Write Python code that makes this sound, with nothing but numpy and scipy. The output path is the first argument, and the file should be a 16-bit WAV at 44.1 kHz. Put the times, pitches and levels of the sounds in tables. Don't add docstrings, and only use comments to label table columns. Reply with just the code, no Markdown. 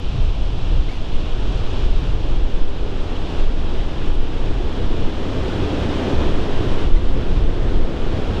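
import sys
import numpy as np
from scipy import signal
from scipy.fft import rfft, irfft, next_fast_len
from scipy.io import wavfile
from scipy.ndimage import uniform_filter1d

SR = 44100
rng = np.random.default_rng(int(sys.argv[2]) if len(sys.argv) > 2 else 0)


def volts(x):
    e = np.asarray(x, float) / 20
    return 10 ** e


def int16_out(signal):
    q = np.round(np.clip(np.atleast_2d(signal).T, -1, 1) * 32767)
    wavfile.write(sys.argv[1], SR, q.astype(np.int16))


N = 370440

# (time [s], roar above crop hiss [dB])
APPROACH = [(0.0, 6.5), (0.42, 6.5), (0.72, 8), (0.95, 6.5), (1.4, 9), (1.8, 8), (2.3, 10), (2.85, 12),
            (3.25, 10.5), (3.45, 12), (4.1, 11.5), (4.5, 12.5), (5.2, 13), (6.05, 14.5), (6.5, 14.5),
            (7.0, 13), (7.7, 16), (8.4, 14)]


def rms_one(x):
    return x / np.sqrt(np.mean(x ** 2) + 1e-20)


def in_time(rows):
    s, *columns = np.transpose(rows)
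    return [np.interp(np.arange(N) / SR, s, column) for column in columns]


def drift(rate_hz):
    step = 40
    settle = 2000
    pole = np.exp(-2 * np.pi * rate_hz * step / SR)
    noise = rng.standard_normal(N // step + settle + 2)
    slow = signal.lfilter([1], [1, -2 * pole, pole ** 2], noise)[settle:]
    return np.interp(np.arange(N) / step, np.arange(len(slow)), rms_one(slow))


def turbulence(spectrum, patchy_db=0, rate_hz=8, count=1):
    size = next_fast_len(N)
    bins = np.maximum(np.arange(size // 2 + 1), .1)
    octave = np.log2(bins * SR / size)
    hz, level_db = np.transpose(spectrum)
    colour_db = np.interp(octave, np.log2(hz), level_db, left=-200, right=-200)
    coloured = rfft(rng.standard_normal(size)) * volts(colour_db)
    centres = np.linspace(np.log2(hz[1]), np.log2(hz[-2]), count)
    total = np.zeros(N)
    for own in np.eye(count):
        band = irfft(coloured * np.interp(octave, centres, own), size)[:N]
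        total += volts(patchy_db * drift(rate_hz)) * band
    return rms_one(total)


def evened(x, seconds, share):
    width = int(seconds * SR)
    swell = uniform_filter1d(uniform_filter1d(x ** 2, width), width)
    return rms_one(x / (swell + 0.015) ** (share / 2))


def passing(s, peak_db, width_s, calm_db):
    t = np.arange(0, N + 40, 40) / SR
    from_peak = 2 * (t - s[:, None]) / width_s[:, None]
    bells = volts(peak_db)[:, None] ** 2 * 2.0 ** -from_peak ** 2
    eddy_power = np.interp(np.arange(N) / SR, t, bells.sum(axis=0))
    return np.sqrt(volts(calm_db) ** 2 + eddy_power)


def nearer(x, lift, top_hz):
    high_pass = signal.butter(2, top_hz, "high", fs=SR, output="sos")
    return x + lift * signal.sosfiltfilt(high_pass, x)


def gain_control():
    # (time [s], level of the crop hiss just after [dB])
    pushes = [(0.0, -42.5), (0.27, -43), (0.5, -42.5), (0.78, -43), (0.95, -43), (1.3, -42), (1.58, -40.5),
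              (1.87, -42.5), (2.13, -43), (2.37, -44), (2.62, -45.5), (3.1, -42), (3.44, -44), (3.82, -43),
              (4.12, -44.5), (4.52, -43), (4.86, -42), (5.05, -41.5), (5.6, -38.5), (5.85, -38),
              (6.14, -37.5), (6.3, -40), (6.6, -39.5), (6.87, -44.5), (7.1, -43.5), (7.4, -44.5),
              (7.76, -44), (8.34, -39.5)]
    ceiling_db, recover_s, push_s = -30, 1.65, 0.085
    s, after_db = np.transpose(pushes)
    t = np.arange(N) / SR
    last = np.maximum(np.searchsorted(s, t) - 1, 0)
    creep = np.exp(-(t - s[last]) / recover_s)
    level_db = ceiling_db + (after_db[last] - ceiling_db) * creep
    return uniform_filter1d(level_db, int(push_s * SR), mode="nearest")


def ticks():
    # (time [s], peak level [dB])
    tick_times = [(2.1494, -55), (3.47, -50), (3.8444, -56), (4.153, -45), (4.1564, -50), (5.1394, -57),
                  (6.381, -44), (6.8574, -51), (6.8934, -48), (6.9384, -53), (7.432, -50)]
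    clicks = np.zeros(N)
    for s, peak_db in tick_times:
        clicks[round((s + .0008) * SR)] = volts(peak_db + 13)
    high_pass = signal.butter(2, 5000, "high", fs=SR, output="sos")
    return signal.sosfilt(high_pass, clicks)


def squeaks():
    # (start [s], length [s], first pitch [Hz], last pitch [Hz], level [dB])
    slips = [
        (.883, .021, 1990, 2300, -39.5),
        (.904, .012, 1920, 1900, -48),
        (.912, .016, 2240, 2330, -39.5),
        (.926, .035, 2065, 2050, -48),
        (.961, .021, 1960, 1955, -52),
        (1.108, .068, 2000, 2170, -54),
        (6.963, .014, 1950, 2100, -43),
    ]
    edge = .15
    out = np.zeros(N)
    unsteady = 1 + .005 * drift(200)
    flicker = volts(1.5 * drift(90))
    for start, length, first_hz, last_hz, level_db in slips:
        along = np.linspace(0, 1, int(length * SR))
        span = int(start * SR) + np.arange(len(along))
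        pitch_hz = (first_hz + (last_hz - first_hz) * along) * unsteady[span]
        phase = 2 * np.pi * np.cumsum(pitch_hz) / SR
        fall_db = 5 + .35 * max(level_db + 50, 0)
        stack = sum(volts((1 - k) * fall_db) * np.sin(k * phase) for k in range(1, 7))
        fade = np.clip(np.minimum(along, 1 - along) / edge, 0, 1)
        out[span] += fade * volts(level_db) * flicker[span] * stack
    return out


def buffeting():
    # (frequency [Hz], density [dB per Hz])
    swing_colour = [(2, -30), (4, -12), (6, -1), (10, 0), (18, -1), (24, -9), (32, -41)]
    thump_colour = [(15, -45), (20, 3), (26, 10), (52, 6), (66, -17), (85, -60)]
    flutter_colour = [(42, -34), (54, -7.5), (66, 0.5), (110, -5.5), (150, -10.5), (190, -15.5), (260, -70)]
    # (time [s], peak level [dB], width [s])
    large_eddies = [(0.44, -22, 0.059), (0.69, -22, 0.073), (0.93, -16, 0.054), (1.15, -11.5, 0.063),
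                    (1.32, -14.5, 0.07), (1.48, -10, 0.033), (1.66, -16, 0.039), (1.85, -14, 0.17),
                    (2.12, -10, 0.043), (2.34, -7.5, 0.042), (2.46, -6.5, 0.033), (2.62, -8.5, 0.11),
                    (2.99, -18, 0.1), (3.46, -8, 0.096), (3.73, -15.5, 0.2), (4.15, -9, 0.14),
                    (4.38, -14.5, 0.044), (4.52, -10.5, 0.096), (4.86, -12.5, 0.12), (5.05, -10, 0.057),
                    (6.29, -13, 0.24), (6.57, -13.5, 0.087), (6.73, -11.5, 0.085), (6.9, -6, 0.091),
                    (7.1, -8.5, 0.089), (7.27, -15.5, 0.07), (7.46, -12, 0.083), (7.76, -12.5, 0.15),
                    (7.85, -10, 0.034), (8.08, -14.5, 0.068)]
    small_eddies = [(0.08, -21, 0.06), (0.25, -9.5, 0.056), (0.39, -16.5, 0.07), (0.52, -15.5, 0.085),
                    (0.78, -12.5, 0.12), (1.45, -18.5, 0.12), (1.58, -16.5, 0.038), (1.88, -14, 0.17),
                    (2.13, -15, 0.084), (2.27, -23, 0.07), (2.39, -14.5, 0.086), (2.56, -25, 0.1),
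                    (2.83, -15.5, 0.033), (3.01, -54, 0.058), (3.22, -39, 0.09), (3.46, -22, 0.087),
                    (3.81, -17, 0.063), (4.14, -20, 0.072), (4.62, -19.5, 0.1), (4.79, -35, 0.042),
                    (4.87, -19, 0.07), (5.43, -24, 0.069), (6.69, -19, 0.059), (6.93, -10, 0.075),
                    (7.11, -18, 0.1), (7.3, -28, 0.05), (7.4, -13.5, 0.12), (7.64, -15.5, 0.089),
                    (7.78, -11.5, 0.042), (8.26, -25, 0.063)]
    puffs = [(0.21, -20, 0.11), (0.55, -27, 0.17), (0.73, -23, 0.11), (1.2, -28, 0.07), (1.58, -26.5, 0.12),
             (1.83, -27, 0.13), (2.08, -27, 0.32), (2.81, -32, 0.028), (3.62, -29, 0.1), (3.82, -32, 0.056),
             (4.06, -35, 0.062), (4.53, -27.5, 0.23), (4.83, -27, 0.094), (5.0, -25, 0.06),
             (5.39, -24.5, 0.085), (5.61, -23, 0.1), (5.84, -22.5, 0.066), (6.16, -21, 0.045),
             (6.23, -19, 0.084), (6.41, -26, 0.041), (6.64, -23.5, 0.11), (6.86, -29, 0.064),
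             (6.95, -26, 0.13), (7.17, -24, 0.08), (7.38, -20.5, 0.09), (7.49, -20.5, 0.044),
             (7.64, -24.5, 0.089), (7.79, -25, 0.087), (8.16, -22, 0.067), (8.34, -19.5, 0.053)]

    gain_db = gain_control()
    climb_db = gain_db - gain_db.mean()
    lull_db = np.maximum(climb_db, 0)
    flutter_calm_db = 10.5 + gain_db.mean() + 0.6 * climb_db + 0.17 * in_time(APPROACH)[0]

    swings = volts(-0.5) * evened(turbulence(swing_colour), seconds=0.18, share=0.95)
    swings *= passing(*np.transpose(large_eddies), -20 - lull_db)
    thumps = evened(turbulence(thump_colour), seconds=0.059, share=0.55)
    thumps *= passing(*np.transpose(small_eddies), -27 - lull_db)
    flutter = evened(turbulence(flutter_colour), seconds=0.11, share=1.0)
    flutter *= passing(*np.transpose(puffs), flutter_calm_db)
    return swings + thumps + flutter


def storm():
    # (frequency [Hz], density [dB per Hz])
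    roar_colour = [(130, -14), (190, -3.5), (290, -1), (400, -3), (560, -9), (750, -20.5), (1000, -29)]
    rush_colour = [(350, -52), (500, -9), (650, -2), (1000, -5), (1500, -9.5), (1900, -13), (2500, -20.5),
                   (3300, -40)]
    hiss_colour = [(1500, -39), (2000, -13.5), (2400, -3), (2800, -0.5), (3300, 0), (4000, -6), (4600, -12),
                   (5600, -27)]
    leaf_colour = [(3600, -28.5), (4500, -3.5), (5200, -1.5), (6500, -8), (8000, -13.5), (9500, -21),
                   (11000, -27), (14000, -31)]

    hiss_db = gain_control()
    roar_db = in_time(APPROACH)[0]
    roar = volts(roar_db) * evened(turbulence(roar_colour), seconds=0.63, share=0.11)
    rush_db = -1 + 0.43 * roar_db
    rush = volts(rush_db) * evened(turbulence(rush_colour), seconds=0.085, share=0.28)
    hiss = turbulence(hiss_colour, patchy_db=0.42, rate_hz=5.6, count=3)
    leaves = volts(-11.5) * turbulence(leaf_colour, patchy_db=0.15, rate_hz=11, count=4)

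    growth_db = uniform_filter1d(roar_db - roar_db.mean(), 2 * SR, mode="nearest")
    rush = nearer(rush, .12 * growth_db, top_hz=1950)
    leaves = nearer(leaves, .09 * growth_db, top_hz=9800)
    unrest = volts(0.29 * drift(24))
    return volts(hiss_db) * (roar + unrest * (rush + hiss + leaves))


def scene():
    swing_limit = .95
    capsule = swing_limit * np.tanh(buffeting() / swing_limit)
    capsule = capsule + storm() + squeaks() + ticks()
    return np.array([capsule, capsule])


def band_limit(x):
    return signal.sosfilt(signal.butter(12, 14210, fs=SR, output="sos"), x)


def record(dry):
    wobble = volts(-39) * drift(1.8) * np.array([[1], [-1]])
    hiss_db = -72 + .8 * (gain_control() + 39.5)
    hiss = volts(hiss_db) * rng.standard_normal((2, N))
    top_cut = signal.ellip(12, .3, 50, 13660, fs=SR, output="sos")
    ebb = np.minimum(1, .25 + (N - np.arange(N)) / (.006 * SR))
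    mix = ebb * signal.sosfilt(top_cut, dry * (1 + wobble) + hiss)
    return band_limit(mix)


dry = scene()
out = record(dry)
int16_out(out)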